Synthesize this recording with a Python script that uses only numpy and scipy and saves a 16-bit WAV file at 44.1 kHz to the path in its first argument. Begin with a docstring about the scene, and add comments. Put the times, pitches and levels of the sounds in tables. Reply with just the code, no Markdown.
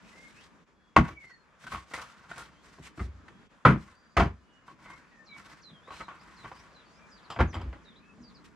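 """Boards stacked between rocks

Flat wooden boards are lifted, slid and dropped onto a stack in a narrow cleft between rocks.
Random clicks ring the wood's tones, and banded noise makes the cracks, the rustle of sleeves and bark,
and the forest murmur. Birds sing some way off in bent, near-sine notes; feedback delays echo
the wood and the birds off the rock."""
import sys
import numpy as np
from scipy import signal
from scipy.fft import rfft, irfft, next_fast_len
from scipy.io import wavfile

SR = 44100
rng = np.random.default_rng(int(sys.argv[2]) if len(sys.argv) > 2 else 0)


def file_out(sig):
    """Save sig as 16-bit WAV at sys.argv[1]."""
    # one column per channel
    cols = np.atleast_2d(sig).T
    # limit, then scale
    lim = np.clip(cols, -1, 1)
    pcm = np.round(lim * 32767).astype(np.int16)
    wavfile.write(sys.argv[1], SR, pcm)


N = 377055   # length in samples

# Forest air. 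Each row: time in seconds, low murmur in dB, leaf hiss in dB.
AIR_LEVELS = [(0, -48, -45), (.63, -50, -48), (.75, -55.5, -55), (2.0, -54, -48), (2.6, -50.5, -49.5),
              (3.46, -45.5, -47), (3.6, -55.5, -50), (4.6, -53, -51.5), (4.9, -51.5, -48.5),
              (7.2, -49, -44.5), (8.55, -45, -51)]
# Tone colour of the air. Each row: frequency in Hz, strength in dB per Hz.
AIR_SPECTRUM = [(20, 2.5), (60, 4.5), (110, -5), (180, 6.5), (440, -5.5), (800, -10.5), (1200, -2),
                (2000, -11.5), (3300, -21), (7000, -24.5), (11000, -50), (15500, -45)]
# How alike left and right are in noisy sounds. Each row: frequency in Hz, likeness from 0 to 1.
LIKENESS = [(60, 0.48), (180, 0.21), (550, 1), (1650, 0.34), (4970, 0.53), (15000, 0.11)]
# Left-right balance of noisy sounds. Each row: frequency in Hz, left minus right in dB.
SIDE_BALANCE = [(4000, 1), (8000, -3), (13000, -5)]
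# Strokes of handling. Each row: start in seconds, length in seconds, wood sliding on wood in dB,
# sleeve and bark rustle in dB.
HANDLING = [(0.0, 0.5, -83, -51.5), (0.339, 0.13, -53.5, -51), (1.013, 0.068, -28.5, -44),
            (1.183, 0.14, -72, -53), (1.584, 0.27, -47, -43.5), (1.857, 0.28, -47, -44.5),
            (2.105, 0.57, -49.5, -59), (2.279, 0.19, -48.5, -44.5), (2.604, 0.23, -53, -51.5),
            (2.818, 0.067, -49, -41.5), (2.947, 0.12, -68, -44.5), (3.744, 0.23, -49.5, -52.5),
            (4.651, 0.078, -50, -52.5), (4.772, 0.27, -43, -53.5), (5.325, 0.3, -44.5, -48),
            (5.906, 0.13, -39.5, -39), (6.083, 0.72, -47.5, -54.5), (6.433, 0.24, -57.5, -55.5),
            (7.498, 0.22, -71, -74), (8.163, 0.48, -54.5, -65), (8.437, 0.022, -75, -40)]
# Tone colour of the rustle. Each row: frequency in Hz, strength in dB per Hz.
RUSTLE_SPECTRUM = [(1500, -0.5), (2500, -7), (4000, -9.5), (7000, -14), (10000, -26), (13000, -35),
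                   (15500, -50.5)]
# Tones of the boards and the stack under them. Each row: frequency in Hz, relative level in dB.
WOOD_MODES = [(64, -4.5), (88, -6.5), (130, -3.5), (158, 1), (200, 0.5), (242, 0), (320, 1.5), (368, -1.5),
              (450, -13), (535, -7.5), (695, -9), (795, -9), (920, -7.5), (1014, -6), (1105, -1.5),
              (1262, -7.5), (1390, -5), (1522, -3.5), (1834, -8), (2030, -6), (2230, -11), (2620, -14.5),
              (3075, -19)]
# Contacts. Each row: time in seconds, relative level in dB, added low body in dB, treble crack in dB,
# pitch of the spot in Hz, clatter length setting in seconds.
KNOCKS = [(0.963, -5.5, -1, -19.5, 1160, 0.052), (1.079, -36.5, -5.5, 3, 1190, 0.083),
          (1.239, -51, -3, -9, 2040, 0.03), (1.296, -51, -27, 3, 1577, 0.047),
          (1.636, -47.5, 1, -3, 1540, 0.053), (1.666, -42, -15, 8, 1500, 0.075),
          (1.719, -30.5, -12.5, 14, 1290, 0.066), (1.745, -43, -43, 3, 1160, 0.13),
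          (1.91, -46, -40, -24, 1220, 0.15), (1.936, -29.5, -57, 12.5, 1980, 0.085),
          (1.975, -45.5, -51, -4, 1300, 0.3), (2.015, -35.5, -44, 12, 1160, 0.04),
          (2.312, -35, -42, -1, 1500, 0.058), (2.378, -40, -34, 21, 1420, 0.097),
          (2.782, -51.5, 15.5, -31.5, 1220, 0.041), (2.976, -40, 10, -48, 530, 0.025),
          (2.993, -35.5, 0, -53, 1270, 0.073), (3.28, -44.5, -6, -6, 1630, 0.04),
          (3.651, -6.5, -2.5, -36.5, 1255, 0.088), (4.167, -10.5, -4.5, -22.5, 1154, 0.074),
          (4.197, -17, -6.5, -29.5, 698, 0.086), (4.68, -46.5, -20, -20, 1130, 0.067),
          (4.711, -52.5, 4.5, -2, 1110, 0.04), (4.857, -49, -21.5, -7.5, 1400, .04),
          (4.899, -46.5, -19, 9, 1100, 0.043), (4.931, -45, -20, 9, 1100, 0.018),
          (5.698, -56, 7, -18.5, 200, 0.077), (5.874, -47, -37, -1, 1130, 0.16),
          (5.904, -43, -38, -21.5, 1110, 0.078), (6.004, -32, -15.5, -18, 1220, 0.045),
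          (6.082, -41.5, -20, -13, 1200, 0.13), (6.443, -38.5, -8, -25, 1100, 0.069),
          (6.515, -38, -34.5, -46, 1145, 0.038), (7.361, -27.5, -3, -64, 770, 0.042),
          (7.389, -20.5, 1, -56, 583, 0.079), (7.403, -16.5, -9, -37, 870, 0.058),
          (7.529, -42, 5, 1, 1990, 0.033), (7.55, -32.5, -1.5, -31, 633, 0.12),
          (7.618, -49.5, 4, -10, 530, 0.16), (7.728, -40, -7, -24, 535, 0.075),
          (8.179, -59, 18.5, -25, 520, 0.082)]
# A board's weight lands and shakes the stack's lowest tones. Each row: time in seconds,
# relative level in dB, clatter length setting in seconds.
THUDS = [(0.964, -6.5, 0.05), (1.079, -32, 0.074), (1.718, -32.5, 0.052), (2.782, -28, 0.034),
         (2.994, -21, 0.12), (3.653, -15.5, 0.1), (4.168, -11, 0.088), (7.39, -3, 0.046),
         (7.558, -9, 0.036), (7.618, -21.5, 0.094)]
# Whistles of farther birds. Each row: start in seconds, length in seconds, start pitch in Hz,
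# middle pitch in Hz, end pitch in Hz, relative level in dB.
WHISTLES = [(.035, 0.067, 2520, 2520, 2530, -63), (0.109, 0.18, 1960, 2117, 2160, -56.5),
            (0.345, 0.1, 2480, 2800, 3950, -62), (1.098, 0.25, 2346, 2175, 1810, -54.5),
            (1.26, 0.15, 4430, 4363, 4280, -66), (2.497, 0.14, 2700, 3120, 3570, -75.5),
            (4.395, 0.273, 2950, 2910, 2870, -75.5), (3.942, 0.28, 4650, 4760, 4660, -71.5),
            (4.84, 0.13, 2006, 2127, 2190, -56.5), (5.112, 0.13, 1960, 1804, 1850, -59.5),
            (5.289, 0.088, 2365, 2257, 2260, -53), (5.733, 0.051, 3360, 3244, 3150, -59),
            (5.814, 0.19, 3240, 4000, 4150, -64), (6.012, 0.049, 4140, 4060, 3600, -58),
            (7.475, 0.062, 6600, 5800, 3550, -59.5), (6.195, 0.023, 4300, 4940, 5200, -60),
            (6.524, 0.09, 5260, 4800, 6170, -64), (6.854, 0.065, 4630, 4490, 4630, -67),
            (6.928, 0.064, 5060, 5070, 5930, -69), (6.97, 0.094, 2370, 2364, 2410, -64),
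            (7.229, 0.033, 5100, 4450, 3640, -62), (7.954, 0.021, 3100, 3910, 3960, -60),
            (8.0, 0.115, 2430, 2590, 2580, -68), (8.342, 0.033, 5430, 4590, 3960, -60.5)]
# A small warbler's falling note. Each row: seconds from its start, pitch in Hz, relative level in dB.
WARBLER_NOTE = [(0, 7100, -14), (.01, 5500, -9), (.02, 4300, -4), (.036, 4030, 0), (.065, 3950, -1),
                (.082, 3600, -6), (.102, 3050, -15)]
# Its song. Each row: start in seconds, pitch factor, relative level in dB.
WARBLER_SONG = [(5.249, 0.99, -57), (5.616, 1.01, -52.5), (6.351, 1.01, -58.5), (6.725, 1, -59),
                (7.095, 1.19, -56.5), (7.832, 0.93, -58.5), (8.213, 1.16, -57.5)]
# Tone colour of the cracks. Each row: frequency in Hz, strength in dB per Hz.
CRACK_SPECTRUM = [(300, -15.5), (600, -0.5), (1300, -2), (2500, -6.5), (4000, -15.5), (6500, -22),
                  (10000, -31), (15000, -59.5)]
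# Something hard and thin knocks the stack. Each row: time in seconds, relative level in dB,
# clatter length setting in seconds.
CLINKS = [(7.301, -38, 0.12), (7.54, -41, 0.087), (7.612, -48.5, 0.049)]
# What the hard thing rings with. Each row: frequency in Hz, relative level in dB.
HARD_MODES = [(1100, 11), (3100, 3.5), (4900, -3.5), (7400, -10)]

DIP_TIMES_S, DIP_DB, DIP_WIDTH_S = [.655, 3.487], -12, .015   # the air's level dips briefly
STRIKE_DB, STRIKE_S = 4, 0.019   # the first blow stands above the clatter and dies fast
SETTLE, CHATTER_DB = 1.188, 3   # over 1: the clatter holds before it falls away; its unevenness
TICKS_PER_S, TICK_DB = 90, -4   # small catches while wood slides
TREBLE_QUICKER = 0.11   # the crack's treble dies sooner
CHORUS_DB = -73   # far birds, before each note's own cuts
HARD_T60_S = 0.0066   # time to ring down by 60 dB
CLEFT_T60_S, ROCK_CUT_HZ, CLEFT_DB = 0.17, 8700, -17   # echo decay before wall losses, dulling, level
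TOP_CUT_HZ = 15800


def from_db(db):
    """Turns decibels into a plain factor."""
    return np.exp(np.asarray(db) * (np.log(10) / 20))


def rms_one(x):
    """Scales a signal to an average strength (rms) of 1."""
    return x / np.sqrt(np.mean(x ** 2) + 1e-20)


def in_time(rows):
    """Draws straight lines between timed rows, one curve per column."""
    s, *columns = np.transpose(rows)
    return [np.interp(np.arange(N) / SR, s, column) for column in columns]


def at_hz(points, hz):
    """Reads a table at any frequency, along a logarithmic pitch scale."""
    table_hz, values = np.transpose(points)
    return np.interp(np.log(hz), np.log(table_hz), values)


def drift(rate_hz):
    """Slow chance: noise through a double one-pole low-pass, rms 1."""
    r = np.exp(-80 * np.pi * rate_hz / SR)   # one step is 40 samples
    noise = rng.standard_normal(N // 40 + 2002)
    slow = signal.lfilter([1], [1, -2 * r, r * r], noise)[2000:]
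    return np.interp(np.arange(N) / 40, np.arange(len(slow)), rms_one(slow))


def grit(per_s, spread_db):
    """Random clicks of uneven size and sign, rms 1."""
    sizes = from_db(spread_db * np.minimum(rng.exponential(1, N), 4))
    signs = rng.choice([-1, 1], N)
    return rms_one(sizes * signs * (rng.random(N) < per_s / SR))


def ring(force, hz, t60):
    """A resonance: a unit click sets a sine ringing from height 1, falling 60 dB in t60 seconds."""
    r, w = from_db(-60 / (t60 * SR)), 2 * np.pi * hz / SR
    return signal.lfilter([0, np.sin(w)], [1, -2 * r * np.cos(w), r * r], force + 1e-18)


def coloured(spectrum, grain, strength, patchy_db):
    """Splits (mid, side) grain into half-octave bands with own strength, flicker and likeness."""
    out, lowest, highest = 0, spectrum[0][0], spectrum[-1][0]
    edges = lowest * 2 ** np.arange(0, np.log2(highest / lowest) + .3, .5)
    edges = np.minimum(edges, .45 * SR)
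    for k, (low, high) in enumerate(zip(edges, edges[1:])):
        hz = np.sqrt(low * high)
        band = signal.butter(2, [low, high], "band", fs=SR, output="sos")
        # every other band plays the grain backwards, so neighbours are unrelated
        mid, side = signal.sosfilt(band, grain[:, ::(-1) ** k] * strength(hz))
        alike = np.clip(at_hz(LIKENESS, hz), 0, 1)
        gain = from_db(at_hz(spectrum, hz) + patchy_db * drift(6))
        balance = from_db(at_hz(SIDE_BALANCE, hz) * np.array([[.5], [-.5]]))
        stereo = np.sqrt(1 + alike) * mid + np.sqrt(1 - alike) * side * [[1], [-1]]
        out = out + gain * balance * stereo
    return out


def clatter(rows, levels_db, quicker, rise_s):
    """Force of all contacts: each builds up and dies away as the board settles."""
    # worked out once per 8 samples
    force, t = np.zeros(N // 8 + SR // 20 + 1), np.arange(SR // 20) * 8 / SR
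    for (s, *_, t60), db in zip(rows, levels_db):
        at = round((s - .001) * SR / 8)
        settling = from_db(db - 60 * (quicker * t / max(t60, .005)) ** SETTLE)
        strike = from_db(db + STRIKE_DB - 60 * t / STRIKE_S)
        force[at:at + len(t)] += (settling + strike) * (1 - np.exp(-t / rise_s)) ** 2
    return np.repeat(force, 8)[:N]


def add_note(out, at_s, hz, db):
    """Lays one near-sine note of given pitch and level curves into out."""
    at = round(at_s * SR)
    out[at:at + len(hz)] += from_db(db) * np.sin(2 * np.pi * np.cumsum(hz) / SR)


def forest_air():
    """Murmur below 500 Hz and leaf hiss above: patchy noise that swells, with two short dips."""
    t = np.arange(N) / SR
    dip_db = sum(DIP_DB * np.exp(-((t - s) / DIP_WIDTH_S) ** 2) for s in DIP_TIMES_S)
    murmur, hiss = from_db(np.array(in_time(AIR_LEVELS)) + dip_db)
    white = rng.standard_normal((2, N))
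    return coloured(AIR_SPECTRUM, white, lambda hz: murmur if hz < 500 else hiss, 1.6)


def handling_strokes():
    """Each stroke swells and trails off unevenly; returns the strength of sliding and of rustle."""
    out = np.zeros((2, N + SR))
    for s, length, *db in HANDLING:
        u, at = np.linspace(0, 1, round(length * SR)), round(s * SR)
        out[:, at:at + len(u)] += np.outer(from_db(db), np.sin(np.pi * u ** 0.55))
    r = np.exp(-1 / (0.023 * SR))   # the settling bark lingers; sliding is smoothed alike
    return signal.lfilter([1 - r], [1, -r], out[:, :N]) * from_db(2.5 * drift(27.0))


def sleeve_and_bark_rustle(brush):
    """Many tiny uneven clicks of fibres, coloured and swelling with each stroke."""
    fibres = np.array([grit(14000, 3.7), grit(11800, 1.3)])
    return coloured(RUSTLE_SPECTRUM, fibres, lambda hz: brush, 1.5)


def boards(slide):
    """Contacts and sliding both ring the wood; each contact finds each tone with another strength."""
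    out, grains = np.zeros(N), [grit(2500, 1.2), grit(2300, 3.6), grit(2500, 5.0)]
    chatter = from_db(CHATTER_DB * drift(70))
    knocks, thuds = np.array(KNOCKS), np.array(THUDS)
    luck_db = rng.normal(0, 3.5, (len(knocks), len(WOOD_MODES)))
    # each catch dies away within milliseconds
    caught = signal.lfilter([1], [1, -np.exp(-1 / (0.0049 * SR))], np.abs(grit(TICKS_PER_S, 2.5)))
    slide = slide * (1 + from_db(TICK_DB) * rms_one(caught))
    for k, (hz, db) in enumerate(WOOD_MODES):
        low = np.interp(np.log(hz), np.log([350, 500]), [1, 0])
        # tones near the spot's own pitch are favoured
        favoured_db = 13 * np.exp(-(np.log2(hz / knocks[:, 4]) / 0.21) ** 2)
        rows = knocks
        levels_db = knocks[:, 1] + low * knocks[:, 2] + favoured_db + luck_db[:, k]
        if hz < 100:
            rows = thuds
            levels_db = thuds[:, 1] + .5 * luck_db[:len(thuds), k]
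        # the heavy stack answers later and rocks longer than the struck board
        blows = clatter(rows, levels_db - 32.5, .75 - 0.36 * low, 0.0011 + 0.0042 * low)
        force = blows * chatter + slide * from_db(-36 - 14.2 * (hz < 900))
        t60 = min(0.032 + 0.17 * (100 / hz) ** 1.6, .26)   # low tones ring longest
        out += from_db(db) * ring(force * grains[k % 3], hz, t60)
    # wood on wood is a blunt contact
    return signal.sosfilt(signal.butter(2, 4500, fs=SR, output="sos"), out)


def birds():
    """A warbler repeats its falling note; others whistle short bent tones."""
    out = np.zeros(N)
    waver = 1 + 0.005 * drift(60)   # distance and leaves blur the pitch
    for start, length, *bend_hz, level_db in WHISTLES:
        u = np.linspace(0, 1, round(length * SR))
        swell_db = 5 * np.log10(np.sin(np.pi * u) + 0.00075)
        pitch_hz = np.polyval(np.polyfit([0, .5, 1], bend_hz, 2), u)   # a smooth curve through three
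        add_note(out, start, pitch_hz * waver[:len(u)], level_db + swell_db)
    s, hz, db = np.transpose(WARBLER_NOTE)
    t = np.arange(round(s[-1] * SR)) / SR
    for start, factor, level_db in WARBLER_SONG:
        # the notes start alike and end nearly alike; the middle differs in pitch
        lift = 1 + (factor - 1) * np.interp(t, [0, .02, .07, .1], [0, 1, 1, .2])
        add_note(out, start, lift * np.interp(t, s, hz), level_db + np.interp(t, s, db))
    return out * from_db(2.5 * drift(40))


def far_chorus(count):
    """Faint, nearly level notes from deep in the wood, at random moments and pitches."""
    out = np.zeros(N + SR)
    for when, pitch, length, bend, soft in rng.random((count, 5)):
        u = np.linspace(0, 1, round((.05 + .2 * length) * SR))
        hz = 2750 * 2 ** (.75 * pitch) * (1 + .08 * (bend - .5) * u)
        swell_db = 10 * np.log10(np.sin(np.pi * u) + 1e-3)
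        add_note(out, when * N / SR, hz, CHORUS_DB - 8 * soft - 6 * pitch + swell_db)
    return out[:N] * from_db(4.0 * drift(60))


def cracks():
    """The broad splintery noise of each contact; hard edges are brighter, light touches thinner."""
    rows, grain = np.array(KNOCKS), np.array([grit(4000, 4.5), grit(4000, 4.5)])

    def strength(hz):
        """Force of the contacts in one band, with fresh luck for each contact."""
        edge = np.clip(np.log2(hz / 1500) * 0.23, 0, 1.8)   # 0 in the lows, growing with treble
        luck_db = rng.normal(0, 2.5, len(rows))
        body_db = .5 * (hz < 900) * rows[:, 2]
        levels_db = rows[:, 1] + edge * (rows[:, 3] + 10) - 3 + body_db + luck_db
        return clatter(rows, levels_db, 0.39 + TREBLE_QUICKER * edge, 0.002)

    return coloured(CRACK_SPECTRUM, grain, strength, 0)


def clinks():
    """Each hard knock chatters into a few broad, high resonances."""
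    rows = np.array(CLINKS)
    force = clatter(rows, rows[:, 1] - 20, 0.75, 0.0017)
    return sum(from_db(db) * ring(force * grit(3000, 3.2), hz, HARD_T60_S) for hz, db in HARD_MODES)


def cleft(x):
    """Five feedback delays a side between close rock faces, duller on every round."""
    size = next_fast_len(N + SR // 2)
    angle = -2j * np.pi * np.arange(size // 2 + 1) / size
    turn = np.exp(angle)   # a delay of one sample, seen at each frequency
    dull = np.exp(-2 * np.pi * ROCK_CUT_HZ / SR)
    wall = (1 - dull) / (1 - dull * turn)
    answer = np.zeros((2, len(turn)), complex)
    lags = (rng.uniform(.005, .03, size=10) * SR).astype(int)
    for k, lag in enumerate(lags):
        loop = from_db(-60 * lag / SR / CLEFT_T60_S) * wall * np.exp(angle * lag)
        answer[k % 2] += loop / (1 - loop) * (-1) ** (k // 2)
    # low echoes escape through the open top
    thin = (1 - turn) / (1 - np.exp(-2 * np.pi * 500 / SR) * turn)
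    return irfft(rfft(x, size) * answer * thin, size)[:, :N]


def scene():
    """Wood near the microphone, birds beyond, all in the cleft and the forest air."""
    air = forest_air()
    slide, brush = handling_strokes()
    rustle = sleeve_and_bark_rustle(brush)
    wood = boards(slide) + clinks()
    song = birds() + far_chorus(count=14)
    near = wood * from_db([[.25], [-.25]]) + cracks()
    echo = from_db(CLEFT_DB) * cleft(near.mean(axis=0) + 4.3 * song)
    return near + echo + song * from_db([[-3.1], [-1.2]]) + rustle + air


def record(dry):
    """The microphone drops the deepest bass, peaks are rounded, the top is cut."""
    dry = np.array([np.r_[0, dry[0, :-1]], dry[1]])   # the left port lies a little farther: one sample
    dry = signal.sosfilt(signal.butter(4, 46, "high", fs=SR, output="sos"), dry)
    rounded = np.tanh(dry)
    return signal.sosfilt(signal.cheby2(12, 70, TOP_CUT_HZ, fs=SR, output="sos"), rounded)


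dry = scene()
out = record(dry)
file_out(out)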